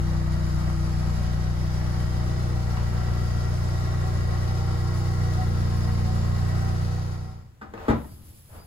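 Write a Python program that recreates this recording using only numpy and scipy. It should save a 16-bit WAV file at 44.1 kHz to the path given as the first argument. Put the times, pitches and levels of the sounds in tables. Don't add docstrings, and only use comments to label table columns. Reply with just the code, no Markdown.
import sys
import numpy as np
from scipy import signal
from scipy.fft import rfft, irfft, next_fast_len
from scipy.io import wavfile
from scipy.ndimage import map_coordinates

SR = 44100
rng = np.random.default_rng(int(sys.argv[2]) if len(sys.argv) > 2 else 0)


def transcribe(signal):
    frames = np.atleast_2d(signal).T
    limited = np.clip(frames, -1, 1)
    pcm = np.round(limited * 32767).astype(np.int16)
    wavfile.write(sys.argv[1], SR, pcm)


N = 381906
TIME = np.arange(N) / SR


def amp(db):
    return 10 ** (np.asarray(db) / 20)


def unit(x):
    return x / np.sqrt(np.mean(x ** 2) + 1e-20)


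def along(points, hz):
    pitches, values = np.transpose(points)
    return np.interp(np.log(hz + 1), np.log(pitches + 1), values)


def curve(points):
    return np.interp(TIME, *np.transpose(points))


def ramp(start_s, length_s):
    return np.sin(np.pi / 2 * np.clip((TIME - start_s) / length_s, 0, 1)) ** 2


def wobble(rate):
    return map_coordinates(rng.standard_normal(int(N * rate / SR) + 4), [TIME * rate])


def white():
    return rng.standard_normal((2, N))


def filtered(x, response):
    n = x.shape[-1]
    padded = next_fast_len(n + SR // 2)
    return irfft(rfft(x, padded) * response(np.fft.rfftfreq(padded, 1 / SR)), padded)[..., :n]


def colour(x, spectrum):
    return unit(filtered(x, lambda hz: amp(along(spectrum, hz))))


def resonate(x, peaks):
    return filtered(x, lambda f: sum(
        (-1) ** k * amp(db) * 1j * f * width / (hz * hz - f * f + 1j * f * width)
        for k, (hz, width, db) in enumerate(peaks)))


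# pitch_hz, likeness
LIKENESS = [(60, 0.9), (120, 1), (220, 0.56), (380, 0.47), (700, 0.54), (1300, 0), (2400, 0.0029),
            (4400, 0), (8000, 1), (15000, 1)]
def spread(pair):
    angle = lambda hz: np.arccos(np.clip(along(LIKENESS, hz), -1, 1)) / 2
    mid, side = filtered(pair, lambda hz: np.array([np.cos(angle(hz)), np.sin(angle(hz))]))
    return np.array([mid + side, mid - side])


# pitch_hz, fade_s (always the time to fall by 60 dB)
ECHO_FADES = [(60, 0.63), (150, 0.39), (500, 0.29), (1500, 0.25), (4000, 0.32), (12000, 0.018)]
def garage(x):
    hz, t, bands = signal.stft(rng.standard_normal((2, SR)), SR, nperseg=256)
    tail = signal.istft(bands * amp(-60 * t / along(ECHO_FADES, hz)[:, None]), SR, nperseg=256)[1]
    return signal.fftconvolve(x[None], tail / np.linalg.norm(tail[0]), axes=1)[:, :N]


def patchy(x, depth_db, band_hz=70, linger_s=0.3475):
    hz, t, bands = signal.stft(x, SR, nperseg=1024)
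    grid = np.meshgrid(hz / band_hz, t / linger_s, indexing="ij")
    patches = map_coordinates(rng.standard_normal((512, 64)), grid, mode="mirror")
    return unit(signal.istft(bands * amp(depth_db * patches), SR, nperseg=1024)[1][..., :N])


def strikes(cycles, pattern_db, scatter_db, jitter_s=0.0007):
    beats = np.flatnonzero(np.diff(np.floor(cycles)))
    late, size = rng.standard_normal((2, len(beats)))
    at = np.clip(beats + np.round(jitter_s * SR * late).astype(int), 0, N - 1)
    strength = amp(np.resize(pattern_db, len(beats)) + scatter_db * np.clip(size, -1.5, 1.5))
    return unit(garage(np.bincount(at, strength, N)))


PATH_S = [0.8, 2.4, 4.2, 6.1]
# multiple, left_minus_right_db, door_db, entering_db, inside_db, close_db
EXHAUST_TONES = [(1, 15, -10.5, -12, -11, -8), (2, 8.5, .5, -2, -4, -7), (3, -5.5, -1.5, -1.5, 1, 2.5),
                 (4, 1, -8.5, -1.5, -1.5, -2), (5, -1, -1.5, -6, -6, -2.5), (6, -4, -7, -11.5, -21, -40),
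                 (7, 1, -16, -19.5, -16.5, -11)]
# pitch_hz, level_db
RUMBLE_COLOUR = [(15, -28), (35, -10), (75, -18), (140, 3), (220, 0), (400, -54), (800, -64)]
def exhaust(speed, firings, near, idle_hz=30, room_hz=206, room_width_hz=4, swell_db=8):
    throb = np.zeros((2, N))
    thinning_db = -6.5 * (speed - idle_hz) * near
    cylinder_round = 2 * np.pi * firings / 4
    angle = 2 * np.pi * firings + 0.033 * wobble(30)
    angle += 0.05 * np.cos(cylinder_round)
    bend = 0.98 * np.minimum(TIME / PATH_S[-1], 1)
    for k, lean_db, *levels in EXHAUST_TONES:
        db = np.interp(TIME, PATH_S, levels) + thinning_db * (k == 2)
        swell = np.exp(-((k * speed - room_hz) / room_width_hz) ** 2)
        wave = np.cos(k * angle - 1.91 * (k % 2) + bend)
        sides = amp([[lean_db / 2], [-lean_db / 2]])
        throb += sides / sides.mean() * amp(db + swell_db * (swell - 0.5 * swell.max())) * wave
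    throb *= 1 + 0.06 * np.sin(cylinder_round)
    throb *= amp(0.45 * wobble(30)) / np.sqrt(np.mean(throb.mean(0) ** 2))
    return throb + amp(-20.5) * spread(colour(white(), RUMBLE_COLOUR))


# pitch_hz, width_hz, door_db, entering_db, inside_db, close_db
BAY_RINGS = [(353, 40, -14, -5, -12, -12), (772, 44, -19, -6.5, -9.5, -6.5),
             (1082, 63, -19, -12, -8, -11.5), (1252, 52, -8, -15, -10.5, -8.5),
             (1358, 16, -8, -8.5, -5, -5), (1510, 34, -17, -26, -37, -29),
             (1925, 38, -11.5, -5.5, -3.5, -6.5), (2210, 89, -23.5, -21, -27, -28)]
# pitch_hz, level_db
CLATTER_COLOUR = [(140, -37), (230, -4), (264, -2), (339, -0.5), (415, -8), (467, -1), (681, 0), (758, -9),
                  (835, -2.5), (1280, -6.5), (1930, -10.5), (2300, -16.5), (2450, -23.5), (3000, -15.5),
                  (3900, -76), (6600, -120)]
def clatter(firings, knock_db=-6, bay_db=-7):
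    gusts = white() * (1 + 0.12 * np.sin(2 * np.pi * firings))
    knocks = amp(knock_db) * strikes(2 * firings, pattern_db=(0, -5), scatter_db=4)
    drive = unit(gusts + knocks) * amp(0.53 * wobble(14))
    ring = sum(amp(np.interp(TIME, PATH_S, levels)) * resonate(drive, [(hz, width, 0)])
               for hz, width, *levels in BAY_RINGS)
    ring = amp(bay_db) * unit(ring) * (1 + 0.1 * np.sin(np.pi * firings))
    return unit(spread(patchy(colour(drive, CLATTER_COLOUR), depth_db=1.8) + ring))


# pitch_hz, level_db
FAN_COLOUR = [(1500, 3), (2500, -3.5), (3300, -3), (4800, 1.5), (5600, 1.5), (6400, -3), (7500, -6.5),
              (8100, -8), (10000, -6), (11000, -8), (15500, -17.5)]
def fan(firings, tick_db=-11, waver_db=0.9):
    pulse = 1 + 0.024 * np.sin(2 * np.pi * firings / 4)
    hiss = colour(white() + amp(tick_db) * strikes(firings, [0], scatter_db=0), FAN_COLOUR)
    return spread(patchy(hiss, depth_db=3)) * pulse * amp(waver_db * wobble(30))


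CYLINDER_SHAKES = [4.5, 4, 4.5, 0.5]
# pitch_hz, width_hz, level_db
SHIELD_RINGS = [(3076, 90, -11), (3786, 170, -6.5), (4230, 47, -5), (4540, 68, -1.5), (4710, 61, -3.5),
                (4940, 80, 0), (5050, 50, -4), (5280, 140, -6.5), (6920, 170, -8.5)]
def heat_shield(firings):
    shift = np.pi * wobble(4)
    taps = sum(np.cos(shift + offset) * strikes(firings, CYLINDER_SHAKES, scatter_db=2.5)
               for offset in (0, np.pi / 2))
    return unit(resonate(taps, SHIELD_RINGS))


# multiple, flutter_db, door_db, entering_db, inside_db, close_db
WHINE_TONES = [(12, 2.5, -66, -53, -49.5, -53), (13, 2.5, -65, -54, -53.5, -53),
               (16, 2, -64, -53, -51.5, -50.5), (21, -2.5, -65, -54, -66, -71),
               (25, 8, -58, -54.5, -55.5, -55.5), (26, 6, -60, -54, -52.5, -56.5),
               (36, 2, -54.5, -72, -53, -54.5), (42, 4, -75, -56, -58, -57), (46, 4, -61, -55, -53, -55.5)]
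# time_s, level_db
DRONE_LEVELS = [(0, -44), (0.85, -43.5), (1.25, -54), (1.6, -48), (2.3, -47.5), (2.9, -52), (4.4, -51),
                (5.0, -45), (5.7, -51), (6.5, -48.5), (7.0, -50)]
def whine(firings, drone_multiple=11, slip=0.025):
    levels = [(k, np.interp(TIME, PATH_S, db) + flutter_db * np.tanh(wobble(20)))
              for k, flutter_db, *db in WHINE_TONES]
    tones = np.zeros((2, N))
    for k, db in levels + [(drone_multiple, curve(DRONE_LEVELS))]:
        phase = k * (2 * np.pi * firings + slip * wobble(40))
        side_drift = 0.64 * np.array([wobble(2.98), wobble(3.053)])
        tones += amp(db) * np.sqrt(2) * np.sin(phase + side_drift)
    return tones


# time_s, firing_rate_hz
IDLE_SPEED = [(0.0, 30.5), (0.18, 30.5), (0.5, 30.0), (0.75, 30.15), (1.28, 29.55), (1.65, 30.35),
              (2.18, 29.75), (2.38, 30.55), (2.8, 29.35), (3.0, 29.75), (3.3, 29.6), (3.7, 30.0),
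              (4.05, 30.0), (4.28, 29.55), (4.55, 30.05), (4.8, 29.95), (4.98, 30.55), (5.3, 30.2),
              (5.55, 29.55), (6.28, 29.55), (6.47, 30.15), (6.75, 29.95), (7.0, 30.25), (7.3, 29.8)]
def engine(inside_s=5.3, blade_hz=73, fade_start_s=6.623, fade_length_s=1):
    speed = curve(IDLE_SPEED) + 0.05 * wobble(5)
    firings = np.cumsum(speed) / SR
    near = np.clip(TIME / inside_s, 0, 1)
    throb = amp(-24 + 0.15 * near) * exhaust(speed, firings, near)
    valves = amp(-41) * clatter(firings)
    hiss = amp(-47 + 1.23 * near) * fan(firings)
    sizzle = amp(-56.5 + 2.5 * near) * heat_shield(firings)
    hum = amp(-44.5) * np.sqrt(2) * np.sin(2 * np.pi * blade_hz * TIME)
    fade = 1 - ramp(fade_start_s, fade_length_s)
    return fade * (throb + valves + hiss + hum + whine(firings) + sizzle)


def street():
    murmur = [(30, -3), (100, 10), (300, -13.5), (1200, -20.5), (4000, -30.5), (15000, -36)]
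    return amp(-52) * spread(colour(white(), murmur))


# pitch_hz, width_hz, level_db
LOOSE_PART_RINGS = [(840, 120, 0), (1230, 100, 4), (1800, 330, -12), (2600, 260, -10)]
def loose_part(start_s=2.771, level_db=-33.5, fade_s=0.061, echo_db=-2):
    age = np.maximum(TIME - start_s, 0)
    loudness = amp(level_db - 60 * age / fade_s) * (TIME > start_s)
    knock = loudness * unit(resonate(white()[0], LOOSE_PART_RINGS))
    return knock + amp(echo_db) * spread(garage(knock))


def sing(notes, waver=0.73):
    return sum(amp(db) * np.exp(-((TIME - peak_s) / half_length_s) ** 2)
               * np.sin(2 * np.pi * hz * TIME + waver * wobble(hz / 20))
               for peak_s, hz, db, half_length_s in notes)


# peak_s, pitch_hz, level_db, half_length_s
BRAKE_GROANS = [(4.09, 754, -43, 0.036), (4.533, 758, -41.5, 0.065), (5.411, 746, -31, 0.039),
                (6.104, 740, -38.5, 0.05), (6.672, 773, -43, 0.11), (7.29, 758, -50.5, 0.088)]
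def brakes():
    return sing(BRAKE_GROANS)


def ringing(notes, t, blur=0.012, scatter_db=1.5):
    drift = np.cumsum(rng.standard_normal((len(notes), len(t))), axis=1) * np.sqrt(2 * np.pi * blur / SR)
    return sum((-1) ** k * amp(db + rng.normal(0, scatter_db) - 60 * t / fade_s)
               * np.sin(2 * np.pi * hz * t + np.sqrt(hz) * drift[k])
               for k, (hz, db, fade_s) in enumerate(notes))


# pitch_hz, level_db
CRUNCH_COLOUR = [(25, -30), (55, -5), (130, -5), (320, 3), (480, -4.5), (950, -5.5), (1300, -10.5),
                 (1900, -15), (2400, -24.5), (4000, -30.5), (8000, -41.5), (15000, -46)]
SNAP_COLOUR = [(300, -20), (900, 10), (1700, 7), (2300, -11), (4200, -19), (6000, -22), (15000, -49)]
# pitch_hz, level_db, fade_s
STEEL_NOTES = [(780, -0.5, 0.16), (1222, -2, 0.12), (1385, -8, 0.12), (1570, -7, 0.1), (1700, -5, 0.12),
               (1900, -10, 0.1), (2510, -19, 0.12), (3600, -32, 0.12), (5060, -23, 0.09)]
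GATE_NOTES = [(65.5, -4, 0.39), (104, -4, 0.22), (138, -4, 0.17), (211.8, 0.5, 0.18), (271, -10, 0.23),
              (322, -4.5, 0.16), (342, -7, 0.17), (421.5, -16, 0.11), (490, -13, 0.18), (578, -13, 0.15),
              (652, -4, 0.12), (915, -12, 0.15), (1257, -11, 0.13), (1950, -22, 0.16)]
# start_s, level_db, bass_db, crunch_fade_s, part_pitch_hz, part_db, steel_db
LATCH_HITS = [(7.613, -41.5, -25, 0.03, 1370, 6, -7), (7.617, -37.5, -2.5, 0.24, 1214, 9, -3.5),
              (7.737, -26.5, -19, 0.035, 490, 0.5, -18), (7.777, -43, -20, 0.088, 2630, -2, -0.5),
              (7.8, -42.5, -7, 0.15, 416, 13, -18), (7.882, -16.5, 2, 0.14, 252, -1, -20),
              (7.899, -18, 6.5, 0.092, 105, 7.5, -23), (7.908, -25, -7, 0.07, 926, 7, -19),
              (8.044, -39, -9, .07, 900, 3, -24)]
def latch(snap_fade_s=0.011, part_fade_s=0.037, echo_db=-4, bass_hz=600, escape_hz=170):
    hits, t = np.zeros(N + SR), np.arange(SR // 2) / SR
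    attack = 1 - np.exp(-t / 0.00044)
    for start_s, db, bass_db, crunch_fade_s, part_hz, part_db, steel_db in LATCH_HITS:
        crunch = colour(rng.standard_normal(len(t)), CRUNCH_COLOUR) * amp(-4 - 60 * t / crunch_fade_s)
        snap = colour(rng.standard_normal(len(t)), SNAP_COLOUR) * amp(12 - 60 * t / snap_fade_s)
        part = amp(part_db - 60 * t / part_fade_s) * np.sin(2 * np.pi * part_hz * t)
        steel = amp(steel_db) * (snap + ringing(STEEL_NOTES, t))
        gate = amp(-8) * ringing(GATE_NOTES, t)
        hit = (crunch + part + steel + gate) * attack
        bass = lambda f: (amp(bass_db) + 1j * f / bass_hz) / (1 + 1j * f / bass_hz)
        hit_shape = lambda f: bass(f) * 1j * f / (55 + 1j * f)
        hits[round(start_s * SR):][:len(t)] += amp(db) * filtered(hit, hit_shape)
    echo = filtered(garage(hits[:N]), lambda f: 1j * f / (escape_hz + 1j * f))
    return hits[:N] + amp(echo_db) * spread(echo)


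# pitch_hz, level_db
RUB_COLOUR = [(120, -19), (220, -27), (450, 7), (800, 4.5), (1300, 1), (2200, -10), (4500, -17.5),
              (8000, -27)]
BOOM_COLOUR = [(20, -7), (55, -11), (85, 3), (120, -12.5), (210, -12.5), (350, -20.5), (800, -74)]
# start_s, length_s, rub_db, boom_db
GATE_MOVES = [(7.615, 0.13, -58, -45.5), (7.718, 0.24, -43, -47), (8.007, 0.29, -67, -48),
              (8.46, 0.12, -48.5, -45)]
def swing(rise_s=0.12, rub_fade_s=0.41, boom_fade_s=0.75):
    rubbing, shaking = np.zeros((2, N))
    for start_s, length_s, rub_db, boom_db in GATE_MOVES:
        rise = ramp(start_s, rise_s)
        since_end = np.maximum(TIME - start_s - length_s, 0)
        rubbing += rise * amp(rub_db - 60 * since_end / rub_fade_s)
        shaking += rise * amp(boom_db - 60 * since_end / boom_fade_s)
    grainy_noise = white() * amp(wobble(120))
    return spread(rubbing * colour(grainy_noise, RUB_COLOUR) + shaking * colour(white(), BOOM_COLOUR))


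# pitch_hz, level_db
STRUT_COLOUR = [(1500, -8), (3000, -2), (4500, -3), (4850, 1), (5200, -2), (6100, -3.5), (7500, -3),
                (11000, 6.5), (15500, -2)]
def strut(start_s=7.78, rise_s=0.38, level_db=-56.5, flutter_db=1.8):
    loudness = ramp(start_s, rise_s) * amp(level_db + flutter_db * wobble(21))
    return spread(loudness * colour(white(), STRUT_COLOUR))


# peak_s, pitch_hz, level_db, half_length_s
HINGE_SQUEAKS = [(8.123, 4780, -63, 0.032), (8.614, 4850, -58, 0.035)]
def hinge():
    return sing(HINGE_SQUEAKS)


def scene(left_delay_s=12 / SR):
    left, right = street() + engine() + loose_part() + brakes() + latch() + swing() + strut() + hinge()
    return np.array([filtered(left, lambda hz: np.exp(-2j * np.pi * hz * left_delay_s)), right])


# pitch_hz, left_minus_right_db
BALANCE = [(170, 1), (260, 2), (380, 6.5), (700, 2), (1300, 3.5), (2400, 0.3), (4400, 1.5), (8000, -0.5)]
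def record(dry, top_hz=15800):
    return filtered(dry, lambda hz: amp(np.outer([0.5, -0.5], along(BALANCE, hz))) * (hz < top_hz))


dry = scene()
out = record(dry)
transcribe(out)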